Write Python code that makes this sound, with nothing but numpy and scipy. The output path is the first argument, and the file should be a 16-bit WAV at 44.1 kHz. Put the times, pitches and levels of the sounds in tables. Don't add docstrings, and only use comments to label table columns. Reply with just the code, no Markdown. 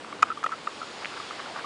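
import sys
import numpy as np
from scipy import signal
from scipy.fft import rfft, irfft, next_fast_len
from scipy.io import wavfile
from scipy.ndimage import uniform_filter1d, map_coordinates

SR = 44100
rng = np.random.default_rng(int(sys.argv[2]) if len(sys.argv) > 2 else 0)


def wav_out(sig):
    wavfile.write(sys.argv[1], SR, np.round(np.clip(np.atleast_2d(sig).T, -1, 1) * 32767).astype(np.int16))


N = 72765

# f/Hz, relative density/dB
WIND_SPECTRUM = [(25, -23), (60, -21), (100, -6.5), (150, -10.5), (220, 1), (400, 1.5), (750, 0.5),
                 (1200, -1.5), (2000, -6.5), (3200, -8), (5000, -13.5), (6200, -19), (8000, -20),
                 (10000, -24.5)]
# t/s, whoosh level/dB, swish level/dB
BLADE_SWEEP = [(0, -62, -60), (.4, -55, -63), (.72, -60.5, -48.5), (.92, -53.5, -46), (1.18, -47.5, -43.5),
               (1.4, -45, -44), (1.65, -45.5, -47)]
# f/Hz, relative density/dB
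WHOOSH_SPECTRUM = [(80, -47), (170, -21.5), (350, -5), (700, 5.5), (1300, -2.5), (2200, -2.5), (5000, -30)]
# f/Hz, relative density/dB
SWISH_SPECTRUM = [(500, -19), (1100, 3.5), (1700, -4), (2800, 0), (4800, -1), (6000, -11), (8000, -17.5),
                  (10000, -21.5)]
# f/Hz, level/dB
GEAR_TONES = [(151, -65.5), (301, -63), (486, -59.5)]
# t/s, level/dB, f/Hz, swell/s, relative clatter/dB, relative snap/dB
CASING_KNOCKS = [ (0.046, -31.5, 1270, 0.0011, -8, -37), (0.1253, -29.5, 1163, 0.0025, -4, -39),
                 (0.1934, -32, 1300, 0.00093, -24, -35), (0.2238, -20.5, 1227, 0.0016, -2, -3.5),
                 (0.2276, -6, 1280, 0.0021, -8.5, -17), (0.237, -18.5, 1190, 0.00083, -26, -41),
                 (0.2444, -51, 1300, 0.00079, -32, -27), (0.302, -22.5, 1304, 0.0032, -22.5, -38.5),
                 (0.3154, -25.5, 1300, 0.0017, -13.5, -34), (0.3206, -27.5, 1320, 0.0028, -23, -30),
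                 (0.373, -29, 1180, 0.0029, -25, -35), (0.4302, -22.5, 1320, 0.0004, -21.5, -35),
                 (0.4387, -21.5, 1310, 0.00043, -18.5, -7.5), (.4409, -17, 1282, 0.0028, -20, -29),
                 (0.4494, -30.5, 1290, 0.0024, -25, -31.5), (.4626, -19, 1200, 0.00027, -3, -17.5),
                 (0.4647, -18.5, 1275, 0.0016, -16.5, -34), (0.4918, -29.5, 1170, 0.0017, -25, -35),
                 (0.5176, -25.5, 1324, 0.0045, -14.5, -16), (0.5282, -31, 1308, 0.0035, -22, -27),
                 (0.534, -33.5, 1260, 0.003, -18, -32), (0.671, -23, 1110, 0.00044, -4.5, -35),
                 (0.6736, -18.5, 1240, 0.0017, -21, -44), (0.8157, -28, 1340, .0023, -27, -42),
                 (0.8288, -30.5, 1310, 0.0025, -34, -48), (1.1758, -31, 1440, 0.0011, -18, -29),
                 (1.2, -27.5, 1206, 0.002, -20, -33), (1.3085, -26.5, 1247, .0018, -15, -37),
                 (1.46, -31.5, 1380, 0.0011, -21, -24), (1.5607, -25, 1310, 0.00066, -14.5, -29),
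                 (1.564, -27, 1200, 0.00074, -13.5, -35), (1.5745, -28, 1190, 0.0009, -24, -29),
                 (1.5944, -29, 1530, 0.001, -27, -35), (1.643, -28.5, 1170, 0.0033, -30, -35)]
# f ratio, relative level/dB, swell ratio, dB per dB of clatter
CASING_MODES = [(.56, -17.5, 2.2, 0.7), (1, 1.5, 1, 0), (1.91, -4.5, 1.2, 1.2), (2.54, -23.5, .8, 0.3)]
# f/Hz, relative density/dB
CLATTER_SPECTRUM = [(200, -30.5), (450, -7.5), (700, 3), (1000, 2.5), (1500, -4.5), (1900, 2.5), (2200, -9),
                    (2500, -3.5), (2900, -7), (3600, -9), (4300, -27), (10000, -38.5)]
# f/Hz, relative density/dB
SNAP_SPECTRUM = [(2000, -2.5), (3300, 2), (4200, -1.5), (5400, 1), (7200, -0.5), (8300, -11),
                 (10000, -10.5)]
# centre t/s, 1/e half-width/s, level/dB
GRIP_CREAKS = [(0.094, 0.014, -44), (0.284, 0.024, -39), (0.528, 0.018, -36), (0.695, 0.0087, -43.5),
               (1.038, 0.023, -40), (1.134, 0.015, -36.5), (1.173, 0.012, -38), (1.396, 0.011, -36),
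               (1.585, 0.029, -39)]
# t/s, pre-filter level/dB
CATCH_TICKS = [(1.047, -14), (1.0564, -14.5), (1.066, -39)]


def amp(db):
    return 10 ** (np.asarray(db) / 20)


def unit(x):
    return x / np.sqrt(np.mean(x ** 2) + 1e-20)


def clock():
    return np.arange(N) / SR


def wobble(rate_hz):
    knots = rng.standard_normal(int(N * rate_hz / SR) + 4)
    return map_coordinates(knots, [np.arange(N) * rate_hz / SR])


def filtered(x, response):
    size = next_fast_len(N + SR // 2)
    return irfft(rfft(x, size) * response(np.fft.rfftfreq(size, 1 / SR)), size)[..., :N]


def rush(spectrum, patchy_db):
    bins = signal.stft(rng.standard_normal(N), nperseg=512)[2]
    patches = uniform_filter1d(rng.standard_normal(bins.shape), size=6, axis=0)
    patches = uniform_filter1d(patches, size=12, axis=1)
    noise = signal.istft(bins * amp(patchy_db * unit(patches)), nperseg=512)[1][:N]
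    knots_hz, db = np.transpose(spectrum)
    return unit(filtered(noise, lambda hz: amp(np.interp(np.log(hz + 1), np.log(knots_hz), db))))


def resonate(x, centre_hz, width_hz):
    def response(hz):
        loss = 1j * hz * width_hz
        return (loss / (centre_hz ** 2 - hz ** 2 + loss)) ** 2
    return unit(filtered(x, response))


def ring(age_s, hz, swell_s, damping_power=1.27):
    u = age_s / swell_s
    envelope = u * np.exp((1 - u ** damping_power) / damping_power)
    return envelope * np.sin(2 * np.pi * hz * age_s)


def wind(level_db=-43):
    gusts_db = 0.9 * wobble(rate_hz=2.2) + 0.24 * wobble(rate_hz=25)
    return amp(level_db + gusts_db) * rush(WIND_SPECTRUM, patchy_db=1.1)


def blade(flutter_db=0.5, flutter_hz=14):
    times_s, whoosh_db, swish_db = np.transpose(BLADE_SWEEP)

    def band(levels_db, spectrum, patchy_db):
        db = np.interp(clock(), times_s, levels_db) + flutter_db * wobble(flutter_hz)
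        return amp(db) * rush(spectrum, patchy_db)

    whoosh = band(whoosh_db, WHOOSH_SPECTRUM, patchy_db=2.5)
    swish = band(swish_db, SWISH_SPECTRUM, patchy_db=0.5)
    return whoosh + swish


def tip_whistle(level_db=-60.5, peak_s=1.0, half_width_s=0.56):
    swell = amp(level_db) * np.exp(-((clock() - peak_s) / half_width_s) ** 2)
    return swell * resonate(rng.standard_normal(N), centre_hz=6850, width_hz=390)


def gear_hum(wander_rad=0.17):
    hum = np.zeros(N)
    for hz, db in GEAR_TONES:
        phase = 2 * np.pi * hz * clock() + wander_rad * wobble(rate_hz=7.5)
        hum += amp(db) * np.sqrt(2) * np.sin(phase)
    return hum


def knocks(rise_s=0.00065, clatter_t60_s=0.019, snap_t60_s=0.018):
    rings, clatter_env, snap_env = np.zeros((3, N + SR))
    age_s = np.arange(SR // 20) / SR
    rise = 1 - np.exp(-age_s / rise_s)
    for at_s, db, hz, swell_s, clatter_db, snap_db in CASING_KNOCKS:
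        start = round(at_s * SR)
        span = slice(start, start + len(age_s))
        for f_ratio, mode_db, swell_ratio, coupling in CASING_MODES:
            gain = amp(db + mode_db + coupling * clatter_db)
            rings[span] += gain * ring(age_s, hz * f_ratio, swell_s * swell_ratio)
        clatter_env[span] += rise * amp(db + clatter_db - 60 * age_s / clatter_t60_s)
        snap_env[span] += rise * amp(db + snap_db - 60 * age_s / snap_t60_s)
    clatter = clatter_env[:N] * rush(CLATTER_SPECTRUM, patchy_db=0)
    snap = snap_env[:N] * rush(SNAP_SPECTRUM, patchy_db=1)
    return rings[:N] + clatter + snap


def creaks(slips_per_s=1500):
    slips = rng.standard_normal(N) * (rng.random(N) < slips_per_s / SR)
    envelope = sum(amp(db) * np.exp(-((clock() - at_s) / half_width_s) ** 2)
                   for at_s, half_width_s, db in GRIP_CREAKS)
    return envelope * resonate(slips, centre_hz=1260, width_hz=760)


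def ticks(cutoff_hz=2960):
    slips = sum(amp(db) * ring(np.maximum(clock() - at_s, 0), hz=2260, swell_s=0.00021)
                for at_s, db in CATCH_TICKS)
    return signal.sosfilt(signal.butter(6, cutoff_hz, fs=SR, output="sos"), slips)


def casing_radiation(vibration, cutoff_hz=400):
    return signal.sosfilt(signal.butter(2, cutoff_hz, "highpass", fs=SR, output="sos"), vibration)


def scene():
    far = wind() + blade() + tip_whistle() + gear_hum()
    near = casing_radiation(knocks() + creaks() + ticks())
    return (far + near)[None]


def record(dry, top_hz=10100):
    return filtered(dry, lambda hz: hz < top_hz)


dry = scene()
out = record(dry)
wav_out(out)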